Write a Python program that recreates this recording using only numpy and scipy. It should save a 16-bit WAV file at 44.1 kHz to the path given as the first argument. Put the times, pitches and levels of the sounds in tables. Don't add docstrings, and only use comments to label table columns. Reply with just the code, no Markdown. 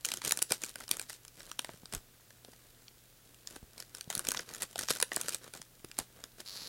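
import sys
import numpy as np
from scipy import signal
from scipy.fft import rfft, irfft
from scipy.io import wavfile

SR = 44100
rng = np.random.default_rng(int(sys.argv[2]) if len(sys.argv) > 2 else 0)


def unload_audio(sound):
    columns = np.transpose(np.atleast_2d(sound))
    steps = np.round(np.clip(columns, -1, 1) * 32767)
    wavfile.write(sys.argv[1], SR, steps.astype(np.int16))


N = 294588
TIME = np.arange(N) / SR

# (frequency [Hz], relative spectral level [dB])
HISS_SPECTRUM = [(15, -67), (25, 2.5), (64, -8), (122, -8), (148, -12), (240, -11.5), (970, -24),
                 (3720, -19), (5880, -20.5), (15500, -20)]
# (start [s], length [s], rustle gain [dB], flutter relative to rustle [dB])
PUSHES = [(0.063, .12, -50, -8), (0.246, 0.037, -39.5, -8), (0.332, 0.11, -58, -1.5),
          (0.513, 0.026, -40.5, -9.5), (0.612, 0.087, -52, -7), (0.787, 0.054, -57, -2),
          (0.912, 0.036, -52, -0.5), (0.991, 0.049, -55, -6.5), (1.096, 0.044, -49.5, -22),
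          (1.384, 0.12, -60.5, 0), (1.604, 0.14, -63, 0), (1.935, 0.019, -49.5, 1.5), (2.478, .2, -73.5, 5),
          (3.48, 0.093, -59.5, -1), (3.781, 0.022, -55, -6), (3.949, 0.037, -58.5, -3),
          (4.107, 0.11, -54.5, -0.5), (4.243, 0.18, -53, 0), (4.473, .12, -56.5, -0.5),
          (4.611, 0.023, -45.5, -4.5), (4.697, 0.0371, -61, -5), (4.781, .055, -45, -7),
          (4.899, 0.017, -33, -19.5), (4.937, 0.033, -47.5, -6), (5.122, .14, -51, -2.5),
          (5.282, 0.069, -47, -9), (5.421, 0.06, -61.5, 3.5), (5.543, 0.037, -53.5, -4),
          (5.988, 0.016, -48, -2), (6.155, 0.1, -71, 9.5), (6.395, 0.014, -55.5, -0.5),
          (6.524, 0.18, -63.5, 4)]
# (frequency [Hz], relative spectral level [dB])
CRACKLE_SPECTRUM = [(900, -17.5), (1550, -8), (2200, -5.5), (4000, 1.5), (9500, -1), (13000, -5.5),
                    (16000, -34)]
# (frequency [Hz], relative spectral level [dB])
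FLUTTER_SPECTRUM = [(40, -5.5), (170, 4.5), (560, 3.5), (900, -4), (1550, -0.5), (6000, -26.5)]
# (time [s], crack level [dB], sheet body relative to crack [dB], treble relative to crack [dB])
SNAPS = [(0.0489, -29.5, -9, 0), (0.0544, -38, -7, 11), (0.0875, -35.5, -4, 0.5),
         (0.1176, -29.5, -11, -3.5), (0.1383, -35.5, -6, 2.5), (0.218, -40.5, 0, -2.5),
         (0.2776, -43, -9, 15), (0.2937, -41, -12, 9), (0.3094, -30, -3, 0), (0.3211, -29.5, -7.5, 9.5),
         (0.3734, -42.5, 2, 11.5), (0.3897, -37, -5, 1), (0.4201, -28.5, -6, 1.5), (0.4253, -32, -19, 11.5),
         (0.5072, -37.5, 2, 1.5), (0.5206, -24.5, -4, 2), (0.6365, -35, -1.5, 3.5), (0.646, -45, -19, 7),
         (0.757, -42, 2.5, 2), (0.8071, -54, 11.5, -1), (0.8798, -43, -11, -4), (0.8915, -44.5, -4, 5),
         (0.913, -26.5, -8, 4.5), (0.969, -50, 5, 12.5), (0.9962, -38.5, -1, 5), (1.0146, -50.5, 3.5, 12.5),
         (1.103, -44.5, 0, 0), (1.2502, -54.5, 0, 6.5), (1.2806, -48.5, -13, -0.5),
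         (1.4049, -47, -0.5, -10), (1.5152, -38.5, -2.5, -3), (1.5923, -30, -3.5, -1), (1.6463, -42, 3, 0),
         (1.8565, -45, -8, -3.5), (1.925, -41, -6, 0), (1.9367, -43.5, 2, 6.5), (2.3061, -55.5, 1, -4),
         (2.448, -49.5, -2, -3), (2.5337, -58.5, 4, -12), (2.8817, -47.5, -18, -18),
         (3.3448, -54.5, -14, -0.5), (3.473, -38.5, -13.5, -0.5), (3.562, -49, -5, 0), (3.78, -47, -11, -1),
         (3.8022, -40, -12, -1), (3.8244, -46.5, -3, -2), (3.9491, -41.5, -6, 0.5), (4.01, -38, -11, -1),
         (4.102, -37, 1.5, 5), (4.127, -42, -2, 2), (4.1519, -33.5, -10, 5.5), (4.178, -40, -13, 7),
         (4.1935, -39, 2, 10), (4.2507, -45.5, 1, 4), (4.2698, -33.5, -11, -4), (4.287, -29.5, -7.5, 5),
         (4.3067, -38, -7, 3), (4.3178, -36, 2, 9), (4.3471, -41, 6.5, -1), (4.372, -30.5, -12, -20),
         (4.3932, -37, 2.5, -10), (4.5483, -48, 3.5, 9), (4.621, -38.5, 1, 9), (4.627, -38, -6, 2),
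         (4.758, -38.5, 3, -3.5), (4.7896, -45, 11, 5), (4.8347, -37.5, -7, -5), (4.8858, -31.5, -3.5, -8),
         (4.9103, -29.5, -4, 1), (4.9703, -47, -2, 6), (5.0015, -34, -2.5, 3.5), (5.014, -36, -6, 2),
         (5.0261, -27.5, -1.5, 7), (5.118, -46, 14, -2), (5.163, -33.5, -21, 8.5), (5.213, -36, -6, 6.5),
         (5.2837, -36, 1, 4), (5.292, -37.5, -7, 7), (5.3463, -35, -7, 5.5), (5.5373, -45.5, -0.5, 3),
         (5.6168, -46, -3, 3.5), (5.8467, -48, -3, 3.5), (5.9145, -44, -7.5, -4.5), (5.988, -34.5, -2, 9),
         (6.2396, -41, -4, 0), (6.403, -43, -7, -9)]
# (frequency [Hz], width [Hz], relative level [dB])
PAPER_MODES = [(570, 130, 0), (1490, 170, 6), (2404, 93, 4.5)]
# (time [s], pitch [Hz], nominal level [dB])
KNOCKS = [(0.322, 890, -22.5), (0.512, 430, -30.5), (1.692, 680, -30.5), (1.741, 201, -42),
          (1.833, 170, -42.5), (1.938, 183.4, -35), (1.951, 69, -38), (1.968, 50, -42), (2.485, 241, -46.5),
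          (3.562, 288, -36.5), (3.628, 89.4, -39.5), (4.076, 132, -42.5), (4.171, 167, -39),
          (4.286, 249.8, -34.5), (4.906, 142.1, -30), (4.906, 497, -26), (5.028, 1900, -18),
          (5.029, 517, -29.5), (5.118, 1767, -27), (5.169, 625, -24.5), (5.598, 74.6, -47),
          (5.845, 320, -37.5), (5.988, 316, -32), (5.998, 70.5, -40), (6.402, 380, -40.5)]
# (time [s], nominal slip rate [1/s])
SLIP_RATES = [(6.458, 280), (6.478, 105), (6.514, 90), (6.527, 450), (6.547, 800), (6.559, 220),
              (6.571, 180), (6.604, 290), (6.68, 210)]
# (frequency [Hz], width [Hz], relative level [dB])
WRAPPER_MODES = [(4330, 620, 0.5), (5030, 470, -10), (10300, 720, -12), (1810, 4900, -16.5)]

HISS_DB = -61.5
HUM_HZ, HUM_DB = 120, -70.5
TOP_HZ = 16000
ATTACK_S, RELEASE_S = 0.012, 0.019
HOLDING_DB = -69.5
SLIP_DRIVE_DB, SLIP_DB_PER_OCTAVE = -32, -3.5


def undb(db):
    return 10 ** (np.asarray(db) / 20)


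def unit(x):
    return x / np.sqrt(np.mean(x ** 2))


def band(x, lo_hz, hi_hz, order=2):
    edges_hz = [lo_hz, min(hi_hz, SR / 2.1)]
    sections = signal.butter(order, edges_hz, "band", fs=SR, output="sos")
    return signal.sosfilt(sections, x)


def ring(x, modes):
    total = 0
    for hz, width_hz, db in modes:
        b, a = signal.iirpeak(hz, hz / width_hz, SR)
        total = total + undb(db) * signal.lfilter(b, a, x)
    return total


def colour(x, points):
    hz, db = np.transpose(points)
    bins_hz = np.maximum(np.fft.rfftfreq(N, 1 / SR), 1)
    gain = undb(np.interp(np.log(bins_hz), np.log(hz), db))
    return unit(irfft(rfft(x) * gain, N))


def add(out, s, sound):
    i = max(int(s * SR), 0)
    out[i:i + len(sound)] += sound[:N - i]


def background():
    hum = unit(np.sin(2 * np.pi * HUM_HZ * TIME))
    hiss = colour(rng.standard_normal(N), HISS_SPECTRUM)
    return undb(HISS_DB) * hiss + undb(HUM_DB) * hum


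def pushes():
    crisp, flutter = np.zeros(N), np.full(N, undb(HOLDING_DB))
    for s, length_s, db, low_db in PUSHES:
        before_s = np.maximum(s - TIME, 0)
        after_s = np.maximum(TIME - s - length_s, 0)
        envelope = np.exp(-before_s / ATTACK_S - after_s / RELEASE_S)
        crisp = np.maximum(crisp, undb(db) * envelope)
        flutter = np.maximum(flutter, undb(db + low_db) * envelope)
    return crisp, flutter


def crackle(per_s, spread_db, grain_s):
    chance = rng.random(N)
    strength = np.minimum(rng.exponential(size=N), 3.5)
    flurry = unit(band(rng.standard_normal(N), 25, 110))
    size = (chance < per_s / SR) * undb(spread_db * strength + 2 * flurry)
    energy = signal.lfilter([1], [1, -np.exp(-1 / (grain_s * SR))], size ** 2 + 1e-18)
    shiver = np.sqrt(energy) * rng.standard_normal(N)
    spikes = 3 * size * rng.choice([-1, 1], N)
    return unit(shiver + spikes)


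def rustle(crisp_db=-1.0, flutter_db=0.0, tick_db=-71):
    crisp, flutter = pushes()
    grains = crackle(per_s=1700, spread_db=4.2, grain_s=.0003)
    flaps = crackle(per_s=450, spread_db=4.5, grain_s=.0014)
    settling = crackle(per_s=40, spread_db=3, grain_s=.0006)
    fine = colour(grains, CRACKLE_SPECTRUM) * crisp * undb(crisp_db)
    sheets = colour(flaps + grains, FLUTTER_SPECTRUM) * flutter * undb(flutter_db)
    ticks = colour(settling, CRACKLE_SPECTRUM) * undb(tick_db)
    return fine + sheets + ticks


def room(echo_s=0.0091, echo_db=-20, smear_s=0.0022, tail_db=-18, t60_s=0.18):
    t = TIME[:SR // 2]
    smear = (t > echo_s) * np.exp(-np.abs(t - echo_s) / smear_s)
    echo = rng.standard_normal(len(t)) * smear
    decay = np.exp(-np.log(1000) * t / t60_s)
    tail = band(rng.standard_normal(len(t)), 390, 14700, order=1) * decay
    return undb(echo_db) * echo / np.linalg.norm(echo) + undb(tail_db) * tail / np.linalg.norm(tail)


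def small_creases(per_s=45, above_db=4, scatter_db=2, body_db=-3.5, treble_db=3.5, colour_db=3, count=12):
    rows = []
    for s, length_s, db, _ in PUSHES:
        moments_s = (np.arange(count) + rng.random(count)) / per_s
        for after_s, (loud, body, treble) in zip(moments_s, rng.standard_normal((count, 3))):
            if after_s < length_s and s + after_s < TIME[-1]:
                rows.append((s + after_s, db + above_db + scatter_db * loud,
                             body_db + colour_db * body, treble_db + colour_db * treble))
    return rows


def snaps(body_s=0.002, crack_s=.0014, treble_s=.001, spike=3.6, edge_db=5.5):
    out, lead = np.zeros(N), 256
    t = TIME[:1280] - TIME[lead]
    span = .003 * SR
    creep = undb(-18) * np.exp(-np.abs(t) / .002)
    for s, db, body_db, treble_db in SNAPS + small_creases():
        kick = spike * rng.choice([-1, 1]) * (t == 0)
        mirror = rng.integers(10, 50)
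        # (low edge [Hz], high edge [Hz], decay [s], level relative to crack [dB])
        parts = ((251, 2220, body_s, body_db), (2754, 6170, crack_s, 0), (5700, 11280, treble_s, treble_db))
        for lo_hz, hi_hz, decay_s, part_db in parts:
            swell = np.where(t < 0, creep, np.exp(-np.abs(t) / decay_s))
            flip = kick + swell * rng.standard_normal(len(t))
            flip = flip + .45 * np.roll(flip, mirror)
            facet_hz = rng.uniform(lo_hz, hi_hz)
            ringing = ring(flip, PAPER_MODES + [(facet_hz, facet_hz / 4, 0)])
            part = band(flip + ringing, lo_hz, hi_hz, order=3)
            level = undb(db + part_db) * np.sqrt(span / np.sum(part ** 2))
            add(out, s - TIME[lead], part * level)
        edge = band(kick, 12000, TOP_HZ)
        add(out, s - TIME[lead], edge * undb(db + treble_db + edge_db))
    return out


def knocks(cycles=2.24, grip_s=0.007, rise_s=0.00064, tap=0.9, tap_s=0.0017):
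    out, t = np.zeros(N), TIME[:4096]
    for s, hz, db in KNOCKS:
        decay = np.exp(-t * hz / cycles - t / grip_s)
        thud = np.cos(2 * np.pi * hz * t) * decay * (1 - np.exp(-t / rise_s))
        contact = band(rng.standard_normal(len(t)) * np.exp(-t / tap_s), hz / 4, 2 * hz)
        add(out, s, undb(db) * (thud + tap * contact / np.abs(contact).max()))
    return out


def creak(gain_db=18.0, scatter_db=2.3, jitter=0.11, scrape_db=-31):
    times_s, rates = np.transpose(SLIP_RATES)
    rate = np.interp(TIME, times_s, rates)
    start_s = SLIP_RATES[0][0]
    drive_db = SLIP_DRIVE_DB + SLIP_DB_PER_OCTAVE * np.log2(rate / 200)
    size = undb(drive_db) * (TIME > start_s)
    slips, s = np.zeros(N), start_s
    for late, loud in rng.standard_normal((200, 2)):
        i = int(s * SR)
        if i >= N:
            break
        slips[i] = undb(scatter_db * loud)
        s += np.exp(jitter * late) / max(rate[i], 50)
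    scrape = undb(scrape_db) * rng.standard_normal(N)
    return undb(gain_db) * ring(size * (slips + scrape), WRAPPER_MODES)


def scene():
    floor, response = background(), room()
    handling = rustle() + knocks() + creak() + snaps()
    reflected = signal.fftconvolve(handling, response)[:N]
    return (floor + handling + reflected)[None]


def record(dry):
    low_pass = signal.ellip(10, .2, 70, TOP_HZ, fs=SR, output="sos")
    return signal.sosfilt(low_pass, dry)


dry = scene()
out = record(dry)
unload_audio(out)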